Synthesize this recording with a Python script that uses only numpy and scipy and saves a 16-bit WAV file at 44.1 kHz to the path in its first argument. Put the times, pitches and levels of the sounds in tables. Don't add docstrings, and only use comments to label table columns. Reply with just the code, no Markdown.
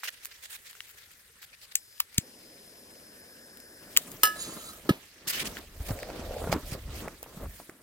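import sys
import numpy as np
from scipy import signal
from scipy.fft import rfft, irfft, next_fast_len
from scipy.io import wavfile
from scipy.ndimage import uniform_filter1d

SR = 44100
rng = np.random.default_rng(int(sys.argv[2]) if len(sys.argv) > 2 else 0)


def store_wav(level_fs):
    pcm = np.round(np.clip(np.atleast_2d(level_fs), -1, 1) * 32767)
    wavfile.write(sys.argv[1], SR, pcm.T.astype(np.int16))


N = 344862
SIDES = np.array([[1], [-1]])


def from_db(db):
    return 10 ** (np.asarray(db) / 20)


def rms_one(x):
    return x / np.sqrt(np.mean(x ** 2) + 1e-20)


def in_time(tables, outside_db=None):
    rows = np.vstack(tables)
    s, *columns = rows[np.argsort(rows[:, 0], kind="stable")].T
    t = np.arange(N) / SR
    return [np.interp(t, s, column, outside_db, outside_db) for column in columns]


def at_hz(points, hz):
    table_hz, values = np.array(points).T
    return np.interp(np.log(hz), np.log(table_hz), values)


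def drift(rate_hz):
    r = np.exp(-80 * np.pi * rate_hz / SR)
    noise = rng.standard_normal(N // 40 + 2002)
    slow = signal.lfilter([1], [1, -2 * r, r * r], noise)[2000:]
    return np.interp(np.arange(N) / 40, np.arange(len(slow)), rms_one(slow))


def band(x, low_hz, high_hz):
    edges_hz = [low_hz, min(high_hz, .45 * SR)]
    return signal.sosfilt(signal.butter(2, edges_hz, "band", fs=SR, output="sos"), x)


def resonance(x, hz, width_hz):
    r = np.exp(-np.pi * width_hz / SR)
    poles = [1, -2 * r * np.cos(2 * np.pi * hz / SR), r * r]
    return signal.lfilter([(1 - r * r) / 2, 0, (r * r - 1) / 2], poles, x)


def placed(x, pan_db, lead_s):
    low = signal.lfilter(*signal.butter(1, 700, fs=SR), x)
    size = next_fast_len(len(x) + 2 ** 8)
    hz = np.arange(size // 2 + 1) * SR / size
    turn = np.exp(1j * np.pi * lead_s * SIDES * hz)
    high = irfft(rfft(x - low, size) * turn, size)[:, :len(x)]
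    return low + high * from_db(pan_db / 2 * SIDES)


def add(out, s, piece):
    i = int(s * SR)
    out[..., i:i + piece.shape[-1]] += piece[..., :N - i]


def banded_noise(spectrum, patchiness, grain_db=0., treble_db=0.):
    # hz, left_right_correlation
    likeness = [(60, 1.0), (150, 0.99), (380, 1), (950, 0.18), (2380, 0.054), (5980, 0.083), (15000, 0.62)]
    out, power, together = 0, 0, drift(34)
    edges_hz = 2 ** np.arange(np.log2(spectrum[0][0]), np.log2(spectrum[-1][0]) + .1, 1 / 3)
    grains = from_db(grain_db * np.minimum(rng.exponential(1, N), 4))
    white = rng.standard_normal((2, 2, N)) * grains
    for k, (low_hz, high_hz) in enumerate(zip(edges_hz, edges_hz[1:])):
        mid, side = band(white[k % 2], low_hz, high_hz)
        hz = np.sqrt(low_hz * high_hz)
        alike = np.clip(at_hz(likeness, hz), -1, 1)
        stereo = np.sqrt(1 + alike) * mid + np.sqrt(1 - alike) * side * SIDES
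        flicker_db = patchiness * (0.57 * together + 1.14 * drift(19.8))
        layer = from_db(at_hz(spectrum, hz) + flicker_db) * stereo
        power += np.mean(layer ** 2)
        out = out + layer * from_db(treble_db * np.clip(np.log2(hz / 5500) / 0.73, 0, 1))
    return out / np.sqrt(power)


def burst(rise_ms, fall_ms):
    t_ms = np.arange(int(.06 * SR)) / SR * 1000 - 8
    return np.exp(np.where(t_ms < 0, t_ms / max(rise_ms, .05), -t_ms / max(fall_ms, .05)))


def igniter():
    # body_db, striker_db, treble_db, knock_db
    clicks = [(1.7543, -2.5, 0.69, -15, -12, -7.5, -57), (2.002, -13, 1.37, -6.5, -34, -2, -15.5),
              (2.1807, -6, 1.15, -9.5, -10.5, -8.5, -40), (3.9652, -16, 0.73, -2, -10, -17, -25),
              (3.9721, -2.5, 1.24, -10.5, -15.5, -3.5, -22)]
    part_pans_db = [3, 9, 1, 0]
    edges_hz = [(2000, 5800), (6600, 8600), (13000, 19000), (900, 1250)]
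    out = np.zeros((2, N))
    for s, db, length_ms, *part_levels_db in clicks:
        tail = from_db(-23.0) * burst(length_ms, fall_ms=13.7)
        shape = burst(length_ms, length_ms) + tail
        noise = rng.standard_normal((4, len(shape))) * shape
        for n, part_db, pan_db, (low_hz, high_hz) in zip(noise, part_levels_db, part_pans_db, edges_hz):
            density_gain = np.sqrt(SR / 2 / (high_hz - low_hz))
            part = band(band(n, low_hz, high_hz), 920, 14000) * density_gain
            add(out, s - .007, placed(from_db(db + part_db) * part, pan_db, lead_s=.00011))
    return out


def torch():
    # whistle_db, spray_db
    valve = [(1.765, 2.023, -59, -61.5), (2.21, 3.955, -57, -63)]
    # hz, width_hz, level_db
    jet_modes = [(5170, 330, 0), (9950, 800, -1.5), (13150, 500, -14)]
    # hz, relative level_db_per_hz
    roar_spectrum = [(35, -39), (60, -12), (113, -15.5), (264, -3), (359, -10), (435, -2), (777, -16.5),
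                     (861, -10.5), (1300, -31), (1690, -45), (2860, -120)]
    jet_rise_db_per_s, spray_fall_db_per_s = 0.5, 0.5
    lit_s, roar_db = 2.21, -57.5
    tube_hz, tube_width_hz = 1660, 450
    tube_cold_db, tube_hot_db, tube_warms_s = -93, -61, 1

    t, gas = np.arange(N) / SR, rng.standard_normal(N)
    jet = 0
    for k, (hz, width_hz, db) in enumerate(jet_modes):
        jet = jet + from_db(db) * resonance(gas, hz, width_hz) * (-1) ** k
    jet = rms_one(jet)
    tube = rms_one(resonance(resonance(gas, tube_hz, tube_width_hz), tube_hz, tube_width_hz))
    spray = rms_one(band(gas, 4300, 13300))
    hiss = 0
    for opens_s, closes_s, jet_db, spray_db in valve:
        age_s = t - opens_s
        whistle = from_db(jet_db + jet_rise_db_per_s * age_s) * jet
        broad = from_db(spray_db - spray_fall_db_per_s * age_s) * spray
        hiss = hiss + (age_s > 0) * (t < closes_s) * (whistle + broad)
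    lit = (t > lit_s) * (t < valve[-1][1])
    tube_db = np.interp(t, [lit_s, lit_s + tube_warms_s], [tube_cold_db, tube_hot_db])
    hum = lit * from_db(tube_db) * tube
    roar = lit * from_db(roar_db) * banded_noise(roar_spectrum, patchiness=1.5)
    return placed(hiss + hum, pan_db=4.0, lead_s=.00016) + roar


def pot():
    # hz, level_db, t60_s before damping
    modes = [(1281, 0, .25), (1696, -9, .36), (1750, -12, .28), (2008, -20, .18), (2708, -21, .19),
             (2896, -11, .22), (2993, -10, .18), (3978, -24, .2), (5243, -8, .16), (6191, -25, .18),
             (7020, -21, .14), (8834, -19, .12), (9975, -22, .18), (10580, -26, .15), (11850, -22, .13),
             (13010, -7, .07), (13580, -10, .07), (13800, -8, .065), (14030, -8, .06), (15015, -8, .055)]
    # start_s, level_db, ring_time_share, dulling_db_per_octave, crack_db, left-right pan_db (held to -5..2)
    blows = [(4.233, -15, 0.96, 0.62, 9, 1.5), (4.2536, -29, 0.79, 0.1, 11.5, 0),
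             (4.2714, -41, 0.32, 0.5, 18, 2), (4.8905, -14, 0.2, 4, 8, -5)]
    # start_s, rim_hiss_db, wall_ring_db
    scrape = [(4.36, -50, -53), (4.414, -37.5, -55), (4.57, -50.5, -57), (4.702, -45, -49.5),
              (4.8, -100, -66)]
    # hz, width_hz (before widening), level_db
    rim_modes = [(4040, 140, 2), (4600, 45, -2), (4980, 18, 1), (6270, 20, -5), (6360, 53, -8),
                 (6540, 42, -11), (6860, 46, 5), (7400, 40, 3), (9250, 38, 4.5)]
    out = np.zeros((2, N))
    t = np.arange(int(.6 * SR)) / SR
    for s, db, damping, dull_db, crack_db, pan_db in blows:
        ring = 0
        for (hz, level_db, t60_s), lean in zip(modes, rng.uniform(-1, 1, len(modes))):
            phase = 2 * np.pi * hz * t + .7 * lean * SIDES
            mode_db = level_db - dull_db * np.log2(hz / 1000) - 60 * t / (t60_s * damping)
            ring = ring + from_db(mode_db) * np.sin(phase)
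        noise = rng.standard_normal(len(t))
        low = band(noise, 320, 1090) * from_db(0.83 * dull_db) + band(noise, 710, 3560)
        high = from_db(-4.5 * dull_db) * band(noise, 2000, 12400)
        decay = from_db(crack_db - 60 * t / 0.034) + from_db(crack_db - 16.5 - 60 * t / 0.22)
        crack = placed((0.72 * low + high) * decay, np.clip(pan_db, -5, 2), lead_s=-0.000217)
        rise = np.minimum(t / (.0001 + .001 * dull_db), 1)
        add(out, s, from_db(db) * rise * (ring * from_db(-.7 * SIDES) + crack))

    rim_db, wall_db = in_time([scrape], outside_db=-150)
    grit = rng.standard_normal(N) * from_db(1.8 * np.minimum(rng.exponential(1, N), 4))
    rim = .22 * band(grit, 3500, 10000)
    for hz, width_hz, db in rim_modes:
        rim = rim + from_db(db + 4 * drift(14)) * resonance(grit, hz, width_hz * 1.8)
    wall = rms_one(resonance(grit, modes[0][0], width_hz=77))
    drag = from_db(rim_db) * rms_one(rim) + from_db(wall_db) * wall
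    return out + placed(drag, pan_db=-2.5, lead_s=-0.00018)


def air_pushes():
    # start_s, level_db, signed_gain, start_pitch_hz, swell_ms, slowing_per_s
    pushes = [(2.184, -13, -0.78, 154, 2.4, 31), (4.8918, -10, -1, 318, 3.2, 0),
              (4.8925, -22.5, 0.65, 625, 3.5, 5), (4.9057, -10, 1, 179, 2.8, 4.5)]
    out, t = np.zeros(N), np.arange(int(.12 * SR)) / SR
    for s, db, signed_gain, hz, swell_ms, slowing_per_s in pushes:
        age = t * 1000 / swell_ms
        swing = np.sin(2 * np.pi * hz * t / (1 + slowing_per_s * t))
        add(out, s, signed_gain * from_db(db) * swing * age ** 2 * np.exp(2 - 2 * age))
    return out * from_db(-.15 * SIDES)


def jolts():
    # start_s, level_db, pitch_hz
    hits = [(5.639, -39, 538), (5.803, -26, 70.4), (5.891, -31, 102), (5.905, -16.5, 105),
            (6.027, -28, 471), (6.101, -23.5, 630), (6.194, -25.5, 233), (6.309, -26, 475),
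            (6.419, -24.5, 514), (6.441, -19.5, 580), (6.473, -18, 517), (6.495, -18, 149),
            (6.527, -7.5, 645), (6.561, -19, 274), (6.721, -23, 125), (6.889, -31.5, 100),
            (7.021, -31.5, 211), (7.077, -21.5, 580), (7.229, -31, 570), (7.262, -34, 750),
            (7.372, -30, 183), (7.439, -31.5, 100), (7.6, -29.5, 690), (7.693, -31.5, 338)]
    cycles_to_minus_60_db, knock_db = 6.3, -19.5
    out, t = np.zeros(N), np.arange(int(.12 * SR)) / SR
    for s, db, hz in hits:
        decay = from_db(-60 * t * hz / cycles_to_minus_60_db)
        swing = np.sin(2 * np.pi * hz * t) * decay * np.minimum(t * hz * 3.4, 1)
        noise = rms_one(band(rng.standard_normal(len(t)), 360, 1330))
        knock = noise * from_db(knock_db - 60 * t / 0.077) * np.minimum(t / 0.0023, 1)
        add(out, s, -from_db(db) * (swing + knock))
    return out * from_db(-.15 * SIDES)


def rustle():
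    # start_s, level_db, treble_lift_db
    shuffle = [(0, -54, -2), (0.58, -57, 6), (0.76, -54.5, 4.5), (1.3, -62, 2), (1.7, -59.5, -7),
               (1.85, -65, -2), (2.14, -57.5, -4), (2.3, -57.5, -10), (3.7, -64, -1), (4.02, -52.5, 12),
               (4.19, -55.5, 11.5), (4.48, -47, 3), (4.68, -54.5, 14), (5.2, -56, -6), (5.5, -48, 7),
               (5.69, -57.5, 1.5), (5.9, -52.5, 14.5), (6.03, -49, -1), (6.49, -51, 8), (6.85, -56, 1.5),
               (6.99, -46.5, 1), (7.17, -58.5, 6), (7.6, -56, 11.5), (7.82, -66, -2)]
    # start_s, left-right pan_db
    side = [(0.0, 0), (0.57, -2), (0.8, 2.1), (4.07, 1.7), (5.01, -3), (5.2, -1), (6.66, -3.5),
            (7.82, -0.2)]
    # start_s, length_s, level_db, treble_lift_db
    swishes = [(0.035, 0.034, -39, 3.5), (0.074, 0.02, -33.5, -5), (.125, 0.023, -52.5, 5),
               (0.231, 0.042, -51, 8), (0.311, 0.015, -50.5, -2), (0.343, 0.022, -53, 1.5),
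               (0.422, 0.039, -48, 6), (0.499, 0.067, -45.5, 8), (.656, 0.056, -53.5, 5),
               (0.88, 0.037, -56.5, 8.5), (0.973, 0.052, -52, 2), (1.108, 0.032, -55.5, 6),
               (1.419, 0.033, -51, 6), (1.53, 0.021, -53, -5), (1.613, 0.044, -53.5, 4),
               (1.713, .013, -50, -3), (2.122, 0.04, -57, -3), (5.273, 0.045, -34, 9.5),
               (5.322, 0.11, -35.5, 2.5), (5.447, 0.034, -37, 4), (5.55, 0.04, -46, 4.5),
               (5.853, 0.065, -47.5, 8), (6.518, 0.022, -34.5, 3.5), (6.655, 0.053, -52, 9.5),
               (6.711, 0.042, -44.5, 5.5), (6.94, .12, -60, 6), (7.229, .015, -53.5, 8)]
    # hz, relative level_db_per_hz
    cloth = [(410, -12), (580, -14), (730, -14), (920, -11), (1160, -10), (1770, 1), (2700, -1), (3790, -2),
             (4730, -2), (8420, -9.5), (10700, -17.5), (14000, -15), (16000, -20)]
    swish_rise_db, scratch_rms_db = 1.5, 2
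    level_db, treble_db = in_time([shuffle])
    pan_db, = in_time([side])
    power = from_db(2 * level_db)
    scratch_db = scratch_rms_db * drift(73)
    for s, length_s, db, lift_db in swishes:
        i, n = int(s * SR), int(length_s * SR)
        swish_db = db + np.linspace(0, swish_rise_db, n) + scratch_db[i:i + n]
        power[i:i + n] += from_db(2 * swish_db)
        treble_db[i:i + n] = lift_db
    gain = uniform_filter1d(np.sqrt(power), size=260)
    smooth_treble_db = uniform_filter1d(treble_db, size=260)
    grains = banded_noise(cloth, patchiness=1.98, grain_db=3.5, treble_db=smooth_treble_db)
    return grains * gain * from_db(pan_db / 2 * SIDES)


def ticks():
    # start_s, level_db, pitch_hz, left-right pan_db (held to -6..6)
    snaps = [(0.0338, -29, 1530, 0), (0.1034, -46, 9970, -9), (0.2488, -32.5, 9600, 6),
             (0.2554, -29, 9400, -9), (0.7114, -42, 13000, 6), (0.73, -39.5, 2420, 0),
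             (0.752, -42, 1820, -1), (0.8049, -30, 2930, 6), (1.4287, -39.5, 2340, 3),
             (1.9796, -47, 2650, 13), (2.1272, -46, 1950, 3), (2.145, -42, 7590, 4), (3.572, -40, 11900, 6),
             (3.6016, -42, 9000, 6), (4.117, -37.5, 9100, 6), (5.5694, -30.5, 2300, 6),
             (5.908, -28.5, 1580, 0), (5.9894, -34, 1730, 6), (6.001, -34, 1400, 2),
             (6.0306, -28.5, 2230, 2), (6.101, -36, 1810, 0), (6.342, -35.5, 1980, 0),
             (6.383, -38, 2180, 0), (6.5266, -19, 2170, -11), (7.0816, -36, 1870, -7),
             (7.229, -34, 11100, 6), (7.6962, -37.5, 1590, 0)]
    out = np.zeros((2, N))
    for s, db, hz, pan_db in snaps:
        shape = burst(rise_ms=.4, fall_ms=.9)
        noise = rng.standard_normal(len(shape))
        broad = rms_one(band(noise, 1500, 11000))
        pitched = rms_one(band(noise, hz * 0.62, hz * 1.46))
        snap = band(shape * (0.65 * broad + pitched), 970, 17000)
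        add(out, s - .0075, placed(from_db(db) * snap, np.clip(pan_db, -6, 6), lead_s=.00005))
    return out


def wind():
    # start_s, buffet_db, flutter_db
    gusts = [
        [(3.8, -88, -71), (3.822, -70, -57), (4.454, -57, -49), (4.502, -64, -48.5), (4.836, -59, -58.5),
         (4.86, -65, -49)],
        [(4.98, -65, -56), (5.09, -78, -70.5), (5.41, -54, -44), (5.6, -56, -47.5), (5.67, -53, -64.5),
         (5.79, -42.5, -51.5), (5.87, -40, -48), (5.91, -34, -33), (5.98, -48.5, -54), (6.18, -46, -45),
         (6.36, -41, -52.5), (6.55, -36.5, -36), (6.62, -50, -54), (6.74, -42, -43), (6.82, -52, -54.5),
         (6.88, -42, -54), (7.04, -43, -44.5), (7.19, -58, -62), (7.35, -58, -53.5), (7.46, -41, -43),
         (7.49, -43, -60.5), (7.82, -91, -62.5)],
    ]
    # start_s, end_s, level_db
    sings = [(5.957, 6.054, -46), (6.06, 6.25, -44.5), (6.254, 6.51, -41)]
    edge_low_hz, edge_high_hz, edge_re_flutter_db = 440, 700, -6
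    buffet_db, flutter_db = in_time(gusts, outside_db=-150)
    edge_db = flutter_db + edge_re_flutter_db
    for start_s, end_s, db in sings:
        edge_db[int(start_s * SR):int(end_s * SR)] = db
    edge_db = uniform_filter1d(edge_db, size=900)
    eddies = rng.standard_normal((3, 2, N))
    buffet = rms_one(band(eddies[0], 30, 80.3) * from_db(2.4 * drift(3)))
    gusty = band(eddies[1], 130, 400) + .33 * band(eddies[1], 650, 1300)
    flutter = rms_one(gusty * from_db(3.5 * drift(22)))
    narrow = band(band(eddies[2], edge_low_hz, edge_high_hz), edge_low_hz, 950)
    edge = rms_one(narrow * from_db(3 * drift(25)))
    out = 0
    for (both, apart), db, share in [(buffet, buffet_db, .03), (flutter, flutter_db, .2), (edge, edge_db, .35)]:
        out = out + from_db(db) * (both + share * apart * SIDES)
    return out


def still_air():
    # hz, relative level_db_per_hz
    spectrum = [(15, -36), (25, 3), (78, 6.5), (304, -6), (483, 1.5), (706, -8.5), (1730, 1), (3230, -13),
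                (4730, -20.5), (8370, -3.5), (9850, -0.5), (14800, -19), (16500, -24)]
    return from_db(-62) * banded_noise(spectrum, patchiness=2.5)


def scene():
    handling = igniter() + torch() + pot() + air_pushes() + jolts()
    return handling + rustle() + ticks() + wind() + still_air()


def record(dry):
    # hz, width_hz, added_share
    ports = [(9930, 350, 0.33), (11500, 1500, -0.33), (13600, 2400, 1.14)]
    cutoff_hz = 16800
    coloured = dry + sum(share * resonance(dry, hz, width_hz) for hz, width_hz, share in ports)
    low_pass = signal.cheby2(24, 85, cutoff_hz, fs=SR, output="sos")
    return signal.sosfilt(low_pass, np.clip(coloured, -1, 1))


dry = scene()
out = record(dry)
store_wav(out)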